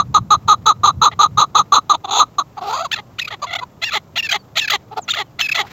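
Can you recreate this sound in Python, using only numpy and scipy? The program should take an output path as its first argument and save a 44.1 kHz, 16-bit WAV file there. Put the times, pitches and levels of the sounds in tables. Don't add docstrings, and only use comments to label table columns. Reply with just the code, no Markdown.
import sys
import numpy as np
from scipy import signal
from scipy.fft import rfft, irfft
from scipy.io import wavfile
from scipy.ndimage import uniform_filter1d, minimum_filter1d, map_coordinates

SR = 44100
rng = np.random.default_rng(int(sys.argv[2]) if len(sys.argv) > 2 else 0)


def to_wav(sig):
    pcm = np.clip(np.atleast_2d(sig), -1, 1) * 32767
    pcm = np.round(pcm).astype(np.int16)
    wavfile.write(sys.argv[1], SR, pcm.T)


N = 252252
TOP_HZ = 15800


def amp(db):
    return 10 ** (np.asarray(db) / 20)


def unit(x):
    return x / np.sqrt(np.mean(x ** 2) + 1e-20)


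def wobble(count, rate):
    knots = rng.standard_normal(int(count * rate / SR) + 4)
    return map_coordinates(knots, [np.arange(count) * rate / SR], mode="mirror")


def colour(x, points, size=2048):
    hz, db = np.transpose(points)
    shape = np.interp(np.log(np.fft.rfftfreq(size, 1 / SR) + 1), np.log(hz), db)
    cepstrum = irfft(np.log(amp(uniform_filter1d(shape, size=5))))
    cepstrum[1:size // 2] *= 2
    cepstrum[size // 2 + 1:] = 0
    impulse_response = irfft(np.exp(rfft(cepstrum)))
    return signal.fftconvolve(x, impulse_response)


def add(track, s, sound, length, db):
    sound = sound * amp(db) / np.sqrt(np.sum(sound ** 2) / (length * SR))
    start = round(s * SR)
    sound = sound[max(-start, 0):N - start]
    track[max(start, 0):][:len(sound)] += sound


def swell(u, attack, release):
    nearest_end = np.minimum(u / attack, (1 - u) / release)
    return np.sin(np.pi / 2 * np.clip(nearest_end, 0, 1))


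def arch(u, middle, sweep):
    return middle * (1 - 0.27 * (u - .5) ** 2) + sweep * (u - .5)


def syrinx(pitch, rough, pressure, doubling=0):
    count = len(pitch)
    jitter = 1 + .11 * rough * wobble(count, 260)
    phase = 2 * np.pi * np.cumsum(pitch * jitter) / SR
    k = np.arange(1, int(TOP_HZ / pitch.min()) + 1)[:, None]
    hz = k * pitch
    fray = np.minimum(rough * np.sqrt(hz / 1300), 1)
    chaos = np.array([wobble(count, 380) + 1j * wobble(count, 380) for _ in k]) / np.sqrt(2)
    smear = rng.normal(0, 1.2, k.shape)
    carrier = np.exp(1j * (k * phase + smear))
    harmonics = np.real((np.sqrt(1 - fray ** 2) + fray * chaos) * carrier)
    loudness = pressure ** (1 + np.minimum(hz / 7000, 1))
    flutter = amp((1 + 2 * rough) * wobble(count, 240))
    depth = 2 * doubling * rough * (1 + .5 * wobble(count, 300))
    alternate = 1 + depth * np.cos(phase / 2 + wobble(count, 300))
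    return flutter * alternate * np.sum(harmonics * loudness * (hz < TOP_HZ), axis=0)


def syllables(rows, throat, attack, release, doubling=0):
    track = np.zeros(N)
    for s, length, db, middle, sweep, rough in rows:
        u = np.linspace(0, 1, int(length * SR))
        pressure = swell(u, attack, release) * amp(db + 6.5)
        source = syrinx(arch(u, middle, sweep), rough, pressure, doubling)
        add(track, s, colour(source, throat), length, db)
    return track


# start_s, length_s, level_db
CHUCK_NOTES = [(-.036, 0.062, -12.5), (0.141, 0.047, -4.5), (0.303, 0.056, -6.5), (0.475, 0.073, -6.5),
               (0.656, 0.069, -7.5), (0.831, 0.078, -8), (1.013, 0.076, -7.5), (1.189, 0.078, -8),
               (1.371, 0.076, -8), (1.545, 0.076, -9.5), (1.719, 0.072, -6.5), (1.893, 0.049, -9.5),
               (2.197, 0.041, -4.5), (2.381, 0.041, -15.5)]
# place (0-1), pitch (ratio to held pitch), effort_db, roughness (0-1, before the push)
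CHUCK_COURSE = [(0, .95, -8, .8), (.14, 1, 0, .55), (.28, 1.01, 0, .25), (.55, 1.01, 0, .16),
                (.73, .97, -.5, .14), (.84, .83, -7, .2), (1, .53, -12, .3)]
# start_s, held_pitch_hz, lift_hz, push_place (0-1)
CHUCK_RUN = [(0, 415, 25, .14), (.66, 422, 30, .16), (.83, 412, 80, .44), (1.72, 412, 110, .5),
             (1.89, 400, 30, .2), (2.2, 405, 20, .1), (2.38, 372, 20, .2)]
# frequency_hz, gain_db
HOLLOW_THROAT = [(200, -13.5), (440, -21.5), (600, -15.5), (850, -4.5), (1060, 1.5), (1200, 13),
                 (1320, 4.5), (1570, -24.5), (2250, -29), (3100, -24), (3980, -2), (4300, -19.5),
                 (5200, -48), (6500, -7.5), (7500, -36)]
# frequency_hz, gain_db
TIGHT_THROAT = [(250, -20), (560, -16), (820, 3.5), (1150, -4), (1330, -4), (1650, -30.5), (2600, -17),
                (3050, -15), (3500, -3), (4100, -2.5), (5200, -39), (6650, -1.5), (7900, -32)]
FALL_AT, FALL_S = .7, 0.025
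PUSH_CHOKE_DB_PER_HZ = .02


def chucks():
    track = np.zeros(N)
    place, *course = np.transpose(CHUCK_COURSE)
    times, *run = np.transpose(CHUCK_RUN)
    for s, length, db in CHUCK_NOTES:
        held_hz, lift_hz, push_at = (np.interp(s, times, c) for c in run)
        t = np.arange(0, length, 1 / SR)
        u = np.interp(t, [0, length - FALL_S, length], [0, FALL_AT, 1])
        bend, effort_db, rough = (np.interp(u, place, c) for c in course)
        lift = lift_hz * np.exp(-((u - push_at) / 0.14) ** 2)
        pressure = swell(u, 0.07, 0.03) * amp(effort_db - PUSH_CHOKE_DB_PER_HZ * lift)
        source = syrinx(held_hz * bend + lift, rough + 2 * lift / held_hz, pressure)
        tight = np.clip(lift / 170, 0, 1)
        voice = colour(source * (1 - tight), HOLLOW_THROAT) + colour(source * tight, TIGHT_THROAT)
        add(track, s, voice, length, db)
    return track


# frequency_hz, gain_db
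RELAXED_THROAT = [(300, -23.5), (560, -15.5), (800, 7), (1350, 0.5), (1650, -22), (2500, -14),
                  (2900, -18.5), (3450, -10.5), (4650, -7), (5500, -30.5), (6600, -2.5), (7900, -24.5)]
RELAX_AT_S = 2.5


def throat_at(s):
    return TIGHT_THROAT if s < RELAX_AT_S else RELAXED_THROAT


# start_s, length_s, level_db, pitch_hz (mid-note)
GRUNT_NOTES = [(1.925, 0.032, -20.5, 337), (2.036, .024, -24.5, 391), (2.068, .037, -27, 371.4),
               (2.566, 0.031, -27.5, 396), (3.605, .037, -28, 541)]
# time_s, pitch_hz, level_db, roughness (0-1)
GROWL_CURVES = [
    [(2.106, 385, -17.5, .7), (2.21, 503.2, -10.5, 0.8)],
    [(2.607, 380, -28, .6), (2.69, 400, -21.5, .42), (2.735, 470, -20.5, .65), (2.77, 620, -20.5, .6),
     (2.82, 660, -21.5, .42), (2.835, 800, -27, .15), (2.856, 590, -18, .25), (2.872, 470, -33, .3)],
    [(3.417, 527, -25.5, 0.4), (3.429, 596, -20.5, 0.5), (3.443, 527, -19.5, 0.3), (3.462, 557, -34.5, 0.4)],
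]
# frequency_hz, gain_db
SHUT_BILL = [(250, -19.5), (560, -6), (760, 6), (1000, -5.5), (1350, -4), (1650, -24.5), (4200, -11),
             (5200, -17.5), (7000, -21.5)]
BILL_OPENING_HZ = [400, 500]
GRUNT_SWEEP_HZ, GRUNT_ROUGH = -39, .55


def growls():
    track = np.zeros(N)
    for s, *note in GRUNT_NOTES:
        row = (s, *note, GRUNT_SWEEP_HZ, GRUNT_ROUGH)
        track += syllables([row], throat_at(s), attack=0.87, release=0.22)
    for curve in GROWL_CURVES:
        s, hz, db, rough = np.transpose(curve)
        t = np.arange(s[0], s[-1], 1 / SR)
        level_db = np.interp(t, s, db)
        pressure = swell(np.linspace(0, 1, len(t)), 0.031, 0.018) * amp(level_db + 9.5)
        pitch = np.interp(t, s, hz)
        source = syrinx(pitch, np.interp(t, s, rough), pressure)
        opening = np.interp(pitch, BILL_OPENING_HZ, [0, 1]) if s[0] > RELAX_AT_S else 1
        voice = colour(source * opening, throat_at(s[0])) + colour(source * (1 - opening), SHUT_BILL)
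        add(track, s[0], voice, s[-1] - s[0], level_db.mean())
    return track


def steps(rows, shape):
    return [(s + start * length, share * length, db + step_db, *voice)
            for s, length, db in rows
            for start, share, step_db, *voice in shape]


# start_s, length_s, level_db (before the step level)
OPENING_RASPS = [(3.814, .036, -19.5), (4.155, .033, -19), (4.552, .04, -16), (5.076, 0.017, -28),
                 (5.386, 0.025, -20), (5.543, 0.024, -17.5)]
# start (share of length), length (share), step_level_db, pitch_hz (mid-note), sweep_hz, roughness (0-1)
OPENING_STEPS = [(0, 0.73, -3, 682, 74.9, 0.5), (0.481, 0.47, -0.5, 842.6, 186.6, 0.3)]
# start_s, length_s, level_db (before the step level)
CLOSING_RASPS = [(1.113, 0.026, -35), (2.974, 0.028, -30.5), (3.303, 0.046, -29.5), (3.932, 0.047, -19),
                 (4.322, 0.046, -19.5), (4.711, 0.049, -17.5), (5.156, 0.066, -22.5), (5.565, 0.054, -18.5)]
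# start (share of length), length (share), step_level_db, pitch_hz (mid-note), sweep_hz, roughness (0-1)
CLOSING_STEPS = [(0, .68, -1, 640, -60, .55), (.4, .7, 0, 415, -70, .27)]
# start_s, length_s, level_db
CHATTER_NOTES = [(3.456, .05, -33.5), (3.5, .026, -29.5), (3.523, 0.023, -22), (3.548, .023, -21.5),
                 (3.583, 0.018, -27.5)]
# start_s, length_s, level_db, end_hz (before the sag at both ends)
YELP_NOTES = [(2.911, 0.024, -20, 1920), (2.952, 0.023, -29.5, 1430), (3.183, .024, -21, 1957),
              (3.272, 0.018, -27.5, 1566), (3.901, 0.057, -25, 1355), (4.304, 0.031, -17.5, 1727),
              (4.697, .018, -15.5, 1794), (5.083, .02, -21.5, 1585), (5.13, 0.027, -23, 1683),
              (5.407, .016, -15, 1980)]
# frequency_hz, gain_db
HARSH_THROAT = [(400, -22.5), (620, -9.5), (860, -15.5), (1350, -1), (1560, -13.5), (2050, 4), (2650, -2),
                (3400, 5), (4150, 4), (5100, -12.5), (6800, -2.5), (8000, -12.5)]
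# frequency_hz, gain_db
BUZZ_THROAT = [(380, -11.5), (600, -16), (860, 1.5), (1260, -3.5), (1600, -12.5), (2080, 4.5), (2550, -9.5),
               (3350, 2.5), (4100, -0.5), (5100, -17), (6900, -6), (8000, -18)]
CHATTER_HZ, CHATTER_SWEEP_HZ, CHATTER_ROUGH = 680, 110, .45
YELP_START_HZ, YELP_ROUGH = 1270, .5


def rasps():
    openings = steps(OPENING_RASPS, OPENING_STEPS)
    closings = steps(CLOSING_RASPS, CLOSING_STEPS)
    chatter = [(*row, CHATTER_HZ, CHATTER_SWEEP_HZ, CHATTER_ROUGH) for row in CHATTER_NOTES]
    yelps = [(s, length, db, (YELP_START_HZ + end_hz) / 2, end_hz - YELP_START_HZ, YELP_ROUGH)
             for s, length, db, end_hz in YELP_NOTES]
    return (syllables(openings + yelps, HARSH_THROAT, attack=0.58, release=.22, doubling=.4)
            + syllables(closings, BUZZ_THROAT, attack=0.18, release=0.28)
            + syllables(chatter, BUZZ_THROAT, attack=0.49, release=.2))


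# start_s, length_s, level_db, top_hz (before the sag), undertones_db
SQUEAL_NOTES = [(2.925, .024, -19.5, 2644, 2.5), (3.212, .023, -25, 2640, -31),
                (3.244, .018, -28.5, 2540, -29), (3.839, 0.064, -25.5, 2700, -3.5),
                (4.18, 0.03, -19.5, 2833, -16), (4.224, 0.052, -24.5, 2680, -6),
                (4.288, .019, -20.5, 2530, -4), (4.587, 0.016, -15.5, 3785, -13),
                (4.605, 0.058, -23, 2666, -2), (4.674, .017, -20.5, 2620, -3),
                (5.1, 0.025, -16.5, 3683, -24), (5.41, 0.067, -22.5, 2633, -16.5),
                (5.485, 0.018, -21, 2647, -13), (5.513, .021, -17, 2620, -33)]
SQUEAL_EDGE_HZ, SQUEAL_GLIDE_S = 2100, .009
SQUEAL_SAG_HZ_PER_S, SQUEAL_FADE_DB_PER_S = 3200, 70


def squeals():
    track = np.zeros(N)
    thirds = [(1, -18), (2, 0), (4, -5), (5, -7), (7, -18), (8, -15)]  # (multiple of pitch / 3, dB)
    for s, length, db, top_hz, under_db in SQUEAL_NOTES:
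        count = int(length * SR)
        u = np.linspace(0, 1, count)
        glide = SQUEAL_GLIDE_S / length
        rise = (top_hz - SQUEAL_EDGE_HZ) * swell(u, glide, glide)
        pitch = SQUEAL_EDGE_HZ + rise - SQUEAL_SAG_HZ_PER_S * length * (u - .5)
        warble = 1 + .018 * wobble(count, 90) + .012 * wobble(count, 700)
        phase = 2 * np.pi * np.cumsum(pitch * warble) / SR
        tone = np.sin(phase) + amp(-13) * np.sin(2 * phase) + amp(-20) * np.sin(5 * phase)
        under = np.zeros(count)
        for k, level_db in thirds:
            fitful = amp(level_db + 4 * wobble(count, 130))
            under += fitful * np.sin(k * phase / 3 + k / 4 * wobble(count, 300))
        growing_under = amp(under_db) * under * np.sin(np.pi / 2 * u)
        hiss = unit(colour(rng.standard_normal(count), HARSH_THROAT)[:count])
        fade_db = 1.5 * wobble(count, 110) - SQUEAL_FADE_DB_PER_S * length * u
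        pressure = swell(u, glide, glide) * amp(fade_db)
        add(track, s, (tone + growing_under + amp(-15) * hiss) * pressure, length, db)
    return track


# start_s, length_s, level_db
CLUCK_NOTES = [(4.909, 0.033, -32.5), (4.96, 0.035, -21), (5.615, 0.045, -36)]
CLUCK_HZ, CLUCK_ROUGH = 439.6, 0.57


def clucks():
    rows = [(*row, CLUCK_HZ, 0, CLUCK_ROUGH) for row in CLUCK_NOTES]
    return syllables(rows, SHUT_BILL, attack=0.62, release=0.078)


CAGE_DELAY_S, CAGE_DB = .00135, -14.5


def cage(voices):
    highpass = signal.butter(2, 1900, "high", fs=SR, output="sos")
    treble = signal.sosfiltfilt(highpass, voices)
    reflection = np.pad(treble, (round(CAGE_DELAY_S * SR), 0))[:N]
    return voices - amp(CAGE_DB) * reflection


def hillside(voices):
    t = np.arange(SR // 2) / SR
    scatter = unit(rng.standard_normal(len(t)) * t * amp(-60 * t / 0.023))
    echo = unit(rng.standard_normal(len(t)) * amp(-60 * t / 0.23))
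    response = (amp(-13.5) * scatter + amp(-39.5) * echo) / np.sqrt(len(t))
    return signal.fftconvolve(voices, response)[:N]


# start_s, length_s, level_db, first_hz, last_hz
PIP_NOTES = [(4.375, 0.057, -56.5, 4750, 4350), (4.998, .065, -46.5, 8500, 5460),
             (5.232, .07, -69, 3460, 2750)]


def pips():
    track = np.zeros(N)
    for s, length, db, first, last in PIP_NOTES:
        pitch = np.geomspace(first, last, int(length * SR))
        tone = np.sin(2 * np.pi * np.cumsum(pitch) / SR)
        add(track, s, tone * np.hanning(len(pitch)), length, db)
    return track


# time_s, level_db (before the uneven flutter)
RUSTLE_COURSE = [(5.58, -62), (5.72, -39)]
# frequency_hz, relative density (dB per Hz)
STRAW_SPECTRUM = [(300, -8.5), (2000, -3.5), (7000, -19)]


def rustle():
    level_db = np.interp(np.arange(N) / SR, *np.transpose(RUSTLE_COURSE)) + 2.5 * wobble(N, 80)
    return amp(level_db) * unit(colour(rng.standard_normal(N), STRAW_SPECTRUM)[:N])


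# frequency_hz, relative density (dB per Hz)
HUSH_SPECTRUM = [(38, -31), (72, 8), (130, -3.5), (350, -12), (1250, -20.5), (2000, -41), (6500, -37.5)]
# time_s, level_db
BREEZE_COURSE = [(0, -31.5), (1.5, -37), (2, -62)]


def air():
    hush = amp(-45.0) * unit(colour(rng.standard_normal(N), HUSH_SPECTRUM)[:N])
    low_band = signal.butter(3, [75, 180], "band", fs=SR, output="sos")
    rumble = signal.sosfilt(low_band, rng.standard_normal(N))
    breeze_db = np.interp(np.arange(N) / SR, *np.transpose(BREEZE_COURSE))
    return hush + amp(breeze_db) * unit(rumble * amp(5.1 * wobble(N, 20)))


def scene():
    voices = cage(chucks() + growls() + rasps() + squeals() + clucks())
    return (voices + hillside(voices) + pips() + rustle() + air())[None]


# frequency_hz, gain_db
MICROPHONE_RESPONSE = [(7300, 0.5), (8900, -23.5), (10900, -27), (11700, -1.5), (13300, -9.5), (14900, -3),
                       (16000, -9)]


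def record(dry):
    x = colour(dry[0], MICROPHONE_RESPONSE)[:N]
    needed = np.minimum(1, 0.87 / (np.abs(x) + 1e-9))
    gain = uniform_filter1d(minimum_filter1d(needed, size=90), size=60)
    passband = np.fft.rfftfreq(N, 1 / SR) < TOP_HZ
    return irfft(rfft(x * gain) * passband, N)[None]


dry = scene()
out = record(dry)
to_wav(out)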